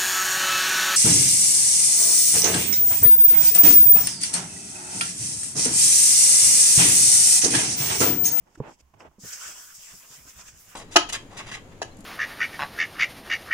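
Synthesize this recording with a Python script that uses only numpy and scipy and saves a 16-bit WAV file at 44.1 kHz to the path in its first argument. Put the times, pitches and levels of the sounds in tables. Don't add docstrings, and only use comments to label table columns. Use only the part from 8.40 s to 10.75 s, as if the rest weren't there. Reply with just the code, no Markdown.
import sys
import numpy as np
from scipy import signal
from scipy.fft import rfft, irfft, next_fast_len
from scipy.io import wavfile
from scipy.ndimage import uniform_filter1d, map_coordinates

SR = 44100
rng = np.random.default_rng(int(sys.argv[2]) if len(sys.argv) > 2 else 0)


def to_wav(s):
    ch = np.atleast_2d(s).T
    pcm = np.round(np.clip(ch, -1, 1) * 32767)
    wavfile.write(sys.argv[1], SR, pcm.astype(np.int16))


N = 103635

# (frequency [Hz], likeness [0-1])
STEAM_ALIKE = [(100, 0.4), (400, 0.85), (800, 0.45), (1400, 0.3), (2500, 0.26), (4500, 0.19), (8000, 0.11),
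               (15000, 0.07)]
# (frequency [Hz], likeness [0-1])
CLOTH_ALIKE = [(100, 0.93), (400, 0.69), (1000, 0.26), (2500, 0.071), (8000, 0.085)]


def amp(db):
    return 10 ** (np.asarray(db) / 20)


def unit(x):
    return x / np.sqrt(np.mean(x ** 2) + 1e-20)


def along(points, hz):
    point_hz, values = np.transpose(points)
    return np.interp(np.log(hz + 1), np.log(point_hz + 1), values)


def since(start):
    return np.maximum(np.arange(N) / SR - start, 0)


def struck(t, db, rise_s, fade_s):
    return amp(db - 60 * t / fade_s) * (1 - np.exp(-t / rise_s))


def level(rows, fade_s=0.057):
    times, db = np.transpose(rows)
    t = np.arange(N) / SR
    outside_s = np.maximum(np.maximum(times[0] - t, t - times[-1]), 0)
    return amp(np.interp(t, times, db) - 60 * outside_s / fade_s)


def wobble(per_s):
    points = rng.standard_normal(int(N * per_s / SR) + 4)
    return map_coordinates(points, [np.arange(N) * per_s / SR])


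def filtered(x, response):
    size = next_fast_len(N + SR // 2)
    hz = np.fft.rfftfreq(size, 1 / SR)
    return irfft(rfft(x, size) * response(hz), size)[..., :N]


def spread(pair, colour, alike):
    def response(hz):
        angle = np.arccos(np.clip(along(alike, hz), 0, 1)) / 2
        return amp(along(colour, hz)) * [np.cos(angle), np.sin(angle)]
    mid, side = filtered(pair, response)
    return np.array([mid + side, mid - side]) / mid.std()


def rush(colour, alike, patchy_db):
    spectrum = signal.stft(rng.standard_normal((2, N)), nperseg=512)[2]
    patches = uniform_filter1d(rng.standard_normal(spectrum.shape[1:]), size=6, axis=0)
    patches = uniform_filter1d(patches, size=10, axis=1)
    noise = signal.istft(spectrum * amp(patchy_db * np.tanh(unit(patches))), nperseg=512)[1]
    return spread(noise[:, :N], colour, alike)


def grains(colour, alike, per_s, spread_db):
    happens = rng.random(N) < per_s / SR
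    sizes = amp(spread_db * np.minimum(rng.exponential(size=N), 4))
    return spread(happens * sizes * rng.standard_normal((2, N)), colour, alike)


def narrow(hz, width_hz):
    phase = 2 * np.pi * np.cumsum(hz * np.ones(N)) / SR
    return unit(wobble(width_hz) * np.cos(phase) + wobble(width_hz) * np.sin(phase))


def room_air():
    # (frequency [Hz], relative level [dB])
    colour = [(25, 1.5), (60, -6.5), (140, -5.5), (300, -10.5), (450, -18), (700, -14.5), (1020, -9.5),
              (1400, -19.5), (3000, -21.5), (4000, -29), (5000, -25), (6500, -21), (9000, -30.5),
              (15000, -28.5)]
    return amp(-67.5) * spread(rng.standard_normal((2, N)), colour, CLOTH_ALIKE)


def hat_drag():
    # (middle time [s], half length [s], level [dB])
    pushes = [(0.034, 0.085, -65), (0.198, 0.017, -53), (0.554, 0.019, -57), (0.681, 0.024, -57),
              (1.084, 0.037, -70), (1.394, 0.012, -59.5), (1.545, 0.023, -54), (1.827, 0.082, -64),
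              (1.98, 0.033, -58.5), (2.06, 0.039, -60.5), (2.157, 0.041, -57), (2.291, 0.045, -61.5)]
    # (frequency [Hz], relative level [dB])
    colour = [(25, 4.5), (70, 6.5), (140, 8.5), (250, -3), (400, -9.5), (700, -12.5), (1500, -50)]
    t = np.arange(N) / SR
    effort = sum(amp(db) * np.exp(-((t - middle) / half) ** 2) for middle, half, db in pushes)
    return effort * rush(colour, CLOTH_ALIKE, patchy_db=0.5)


def cloth_strokes():
    # (peak time [s], rise [s], hold [s], fall [s], rub level [dB], swish level [dB])
    strokes = [(0.072, 0.016, 0.0051, 0.035, -60.5, -76), (0.121, 0.069, 0.022, 0.033, -69.5, -70.5),
               (0.152, 0.0088, 0.0037, 0.011, -65, -59.5), (0.177, .01, 0.012, .025, -72, -67),
               (0.244, 0.038, 0.036, 0.036, -45, -79), (0.292, 0.062, 0.023, 0.022, -52.5, -61),
               (0.332, 0.015, 0.0093, 0.024, -84, -62), (0.403, 0.023, 0.0056, 0.0091, -82, -59.5),
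               (0.54, 0.004, 0.00315, 0.012, -56.5, -72.5), (0.566, 0.016, 0.023, 0.077, -64, -93),
               (0.601, 0.017, 0.0028, 0.025, -54.5, -60), (0.618, 0.015, 0.008, 0.028, -51, -67.5),
               (0.65, 0.015, 0.011, 0.022, -49.5, -72), (0.673, 0.008, 0.005, 0.015, -55.5, -82),
               (0.714, .003, .003, 0.13, -71, -85), (1.073, 0.045, 0.025, 0.068, -58, -72),
               (1.176, 0.04, 0.0086, 0.042, -63, -79)]
    # (frequency [Hz], relative level [dB])
    rub_colour = [(40, -10), (150, -2.5), (300, 1), (550, 1), (900, 2), (1300, -5.5), (2000, -10),
                  (3000, -15.5), (4000, -26), (7000, -44), (14000, -62)]
    # (frequency [Hz], relative level [dB])
    swish_colour = [(300, 2.5), (1300, -10), (2500, -1.5), (3300, -3.5), (4000, -12), (5200, 2),
                    (6500, 0.5), (7800, -0.5), (9000, -12), (15000, -23)]
    t = np.arange(N) / SR
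    rub_power, swish_power = np.zeros(N), np.zeros(N)
    for peak, rise, hold, fall, rub_db, swish_db in strokes:
        swell = np.exp(-4 * (np.maximum(peak - t, 0) / rise) ** 1.07)
        fade = np.exp(-4 * (since(peak + hold) / fall) ** 1.66)
        rub_power += swell * fade * amp(rub_db) ** 2
        swish_power += swell * fade * amp(swish_db) ** 2
    rub = np.sqrt(rub_power) * grains(rub_colour, CLOTH_ALIKE, per_s=7000, spread_db=0.5)
    swish = np.sqrt(swish_power) * grains(swish_colour, CLOTH_ALIKE, per_s=12000, spread_db=1.0)
    return rub + swish


def ticks():
    # (time [s], level [dB], pitch [Hz], band width [Hz], fade time [s])
    contacts = [(0.1548, -46, 1504, 949, 0.026), (0.603, -45.5, 950, 898, 0.05),
                (0.6044, -43.5, 2280, 1500, 0.051), (0.605, -49, 5250, 698, 0.03),
                (0.651, -37, 618, 650, 0.015), (0.660, -39.5, 577, 650, 0.015),
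                (0.7133, -50.5, 1040, 700, 0.015)]
    out = np.zeros((2, N))
    for start, db, hz, width_hz, fade_s in contacts:
        shared = narrow(hz, width_hz)
        each_side = np.array([narrow(hz, width_hz) for _ in range(2)])
        out += struck(since(start), db, rise_s=0.00079, fade_s=fade_s) * unit(shared + 0.5 * each_side)
    return out


def block_knocks():
    # (time [s], level [dB], pitch [ratio], brightness [dB per octave])
    knocks = [(0.174, -40.5, 2.24, -22), (0.18, -45, 0.8, -24), (0.2015, -20.5, 0.99, 1),
              (0.57, -50, 0.91, -18), (0.783, -42, 1.45, -11), (0.816, -52, 1.9, -26),
              (0.835, -33, 1.07, -10.5), (0.845, -35.5, 1, -3.5), (1.527, -54, 0.96, -13),
              (1.703, -47.5, 0.98, -14), (1.785, -48.5, 1.1, -12), (1.852, -47, 0.9, -2.5),
              (1.867, -51.5, 1.97, -10), (2.141, -53.5, 0.81, 0.5)]
    # (frequency [Hz], relative level [dB], fade time [s], rise [s])
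    tones = [(80, -19, 0.093, 0.0031), (139.3, 3.5, 0.055, 0.003), (211, -2, 0.046, 0.0036),
             (436.9, 4.5, 0.026, 0.0041), (485, -11, 0.042, 0.0039), (945, -11, 0.02, 0.00086),
             (1390, -32, 0.011, 0.00104)]
    # (frequency [Hz], relative level [dB])
    puff_colour = [(25, -2.5), (150, 2), (450, -2), (750, -10), (1000, -14.5), (1500, -21), (3000, -71)]
    sharp_by, sag_s = 0.16, 0.0016
    bright_above_hz = tones[1][0]
    ring, puff = np.zeros(N), np.zeros(N)
    for start, db, pitch, bright_db in knocks:
        t = since(start)
        phase_per_hz = 2 * np.pi * pitch * (t + sharp_by * sag_s * (1 - np.exp(-t / sag_s)))
        for hz, tone_db, fade_s, rise_s in tones:
            tilt_db = bright_db * max(np.log2(hz / bright_above_hz), 0)
            ring += struck(t, db + tone_db + tilt_db, rise_s, fade_s) * np.sin(hz * phase_per_hz)
        puff += struck(t, db - 15, rise_s=0.00045, fade_s=0.098)
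    return ring + puff * rush(puff_colour, CLOTH_ALIKE, patchy_db=3.0)


def bench_booms():
    # (time [s], level [dB], fade time [s])
    sways = [(0.26, -47, 0.1), (0.42, -51.5, 0.36), (0.67, -49, 0.15), (0.837, -50, 0.25),
             (1.068, -48, 0.094), (1.809, -51, 0.37), (1.954, -46, 0.26), (2.071, -55, 0.22),
             (2.14, -50.5, 0.29)]
    pitches_hz = 61.1 * rng.normal(1, 0.1, len(sways))
    boom = np.zeros(N)
    for (start, db, fade_s), hz in zip(sways, pitches_hz):
        t = since(start)
        boom += struck(t, db, rise_s=0.006, fade_s=fade_s) * np.sin(2 * np.pi * hz * t)
    return boom


def steam_hiss():
    # (time [s], relative level [dB])
    loudness = [
        [(0.77, -102), (0.8, -53), (0.884, -40.5), (0.92, -43), (0.932, -35.5), (0.956, -40.5), (0.97, -44.5),
         (1.02, -41)],
        [(1.02, -40.5), (1.09, -40), (1.15, -47.5), (1.184, -44.5), (1.286, -51.5), (1.34, -54)],
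        [(1.338, -51), (1.355, -46.5), (1.378, -48), (1.40, -50), (1.435, -47), (1.578, -50.5), (1.638, -55.5),
         (1.748, -47.5), (1.794, -57), (1.866, -54.5), (1.894, -47.5), (1.94, -59.5)],
        [(1.94, -59.5), (1.994, -49), (2.014, -46.5), (2.034, -55.5), (2.086, -47), (2.126, -59),
         (2.192, -55.5), (2.24, -60), (2.302, -53.5), (2.35, -58.5)],
    ]
    # (frequency [Hz], relative level [dB])
    colour = [(1500, -29.5), (3900, -13), (4450, -11), (5100, -1.5), (6000, 0), (7300, 0.5), (8000, -1),
              (9000, -11), (10000, -12.5), (11000, -23), (15000, -17)]
    jet = rush(colour, STEAM_ALIKE, patchy_db=2.2)
    spit = amp(-15) * grains(colour, STEAM_ALIKE, per_s=2900, spread_db=3)
    return amp(-1.14) * level(np.vstack(loudness)) * (jet + spit)


def steam_fizz():
    # (time [s], relative level [dB])
    loudness = [
        [(0.774, -100), (0.802, -74), (0.852, -55.5), (0.888, -51.5), (0.97, -57), (1.108, -58.5), (1.126, -61),
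         (1.24, -55.5), (1.272, -58), (1.35, -60)],
        [(1.35, -54), (1.384, -64), (1.428, -56.5), (1.444, -63), (1.566, -60), (1.58, -57), (1.698, -63.5),
         (1.774, -59), (1.856, -65.5), (1.898, -58.5), (1.94, -64)],
        [(1.94, -57), (1.948, -68), (1.97, -60), (2.028, -70.5), (2.08, -64), (2.126, -76), (2.182, -65),
         (2.208, -58.5), (2.282, -66.5), (2.292, -59.5), (2.35, -69)],
    ]
    # (frequency [Hz], relative level [dB])
    colour = [(300, -20), (1300, -6), (3000, -7), (4000, -8.5), (5500, -15.5), (9800, 2), (11000, -1),
              (13500, 2.5), (14700, 3.5), (15800, -1)]
    fizz = spread(rng.standard_normal((2, N)), colour, STEAM_ALIKE)
    return amp(4.5) * level(np.vstack(loudness)) * fizz


def steam_gush():
    # (time [s], level [dB])
    loudness = [(0.81, -79), (0.838, -54.5), (0.93, -49.5), (0.96, -54), (1.03, -47), (1.072, -45),
                (1.13, -52), (1.144, -56), (1.172, -52.5), (1.275, -60), (1.305, -54), (1.36, -66.5),
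                (1.39, -62.5)]
    # (frequency [Hz], relative level [dB])
    colour = [(80, -35), (300, -24.5), (500, -12), (750, -16), (1100, -5), (1450, 1.5), (2100, -5),
              (2800, -4.5), (3300, -6), (3900, -26), (5000, -22), (9000, -37.5)]
    return level(loudness) * rush(colour, STEAM_ALIKE, patchy_db=5)


def sole_slide():
    # (time [s], relative level [dB])
    loudness = [
        [(1.39, -64.5), (1.51, -52.5), (1.57, -64), (1.64, -56.5), (1.70, -62), (1.722, -52.5), (1.755, -52.5),
         (1.844, -64), (1.886, -53.5), (1.938, -60.5)],
        [(1.94, -62), (1.976, -57), (1.996, -48), (2.016, -51), (2.046, -60), (2.086, -50.5), (2.118, -64.5),
         (2.168, -63), (2.212, -66.5), (2.314, -57), (2.35, -58)],
    ]
    # (frequency [Hz], relative level [dB])
    colour = [(80, -11.5), (250, -13), (550, -5), (800, -7.5), (1100, 0), (1450, 1.5), (2100, -1.5),
              (2650, 0), (3300, -3.5), (3900, -9), (5000, -12), (9000, -29)]
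    scrape = rush(colour, STEAM_ALIKE, patchy_db=6)
    catches = amp(-7) * grains(colour, STEAM_ALIKE, per_s=1400, spread_db=1.0)
    return amp(-2.0) * level(np.vstack(loudness)) * (scrape + catches)


def sole_over_edge():
    # (time [s], pitch [Hz], level [dB])
    glide = [(1.39, 3307, -64.5), (1.44, 2824, -54.5), (1.48, 2210, -56.5), (1.515, 1542, -60),
             (1.541, 814, -59), (1.57, 610, -82)]
    times, hz, db = np.transpose(glide)
    t = np.arange(N) / SR
    scrape = np.array([narrow(np.interp(t, times, hz), width_hz=1150) for _ in range(2)])
    return amp(np.interp(t, times, db, left=-120, right=-120)) * scrape


def wall_echoes(x):
    # (frequency [Hz], time to drop 60 dB [s])
    fade_times = [(100, 0.57), (1000, 0.4), (10000, 0.172)]
    hz, t, spectrum = signal.stft(rng.standard_normal((2, SR // 3)), SR, nperseg=256)
    fade = amp(-60 * t / along(fade_times, hz)[:, None])
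    tail = signal.istft(spectrum * fade, SR, nperseg=256)[1]
    return signal.fftconvolve(x, tail / np.linalg.norm(tail[0]), axes=1)[:, :N]


def with_near_echo(x):
    delay_s, drift_s, gain = 0.00355, 0.00013, amp(-16.5)
    echo = np.zeros_like(x)
    for side in range(2):
        lag = SR * (delay_s + drift_s * wobble(per_s=2))
        echo[side] = map_coordinates(x[side], [np.arange(N) - lag])
    return (x - gain * echo) / np.sqrt(1 + gain ** 2)


def scene():
    handling = hat_drag() + cloth_strokes() + ticks() + block_knocks() + bench_booms()
    ironing = steam_hiss() + steam_fizz() + steam_gush() + sole_slide() + sole_over_edge()
    return room_air() + handling + amp(-29.5) * wall_echoes(handling) + with_near_echo(ironing)


def record(dry):
    # (frequency [Hz], left minus right [dB])
    balance = [(60, -4.5), (130, -5), (250, -1.5), (700, -1.5), (1100, -3.5), (1600, -4), (2600, -6.5),
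               (3400, -1), (4200, 0), (5200, -5.5), (6200, -7), (6700, -1.5), (7200, 6), (7800, 12.5),
               (8600, 6.5), (9300, 2.5), (12000, 1.5), (14500, -2)]
    soft_hz, soft_width_hz, soft_db = 4050, 470, -1.5
    top_hz = 15780
    def tone(hz):
        gains = amp(np.outer([0.5, -0.5], along(balance, hz)))
        softening = amp(soft_db * np.exp(-((hz - soft_hz) / soft_width_hz) ** 2))
        return softening * gains / np.sqrt(np.mean(gains ** 2, axis=0))
    coloured = filtered(dry, tone)
    return filtered(coloured, lambda hz: hz < top_hz)


dry = scene()
out = record(dry)
to_wav(out)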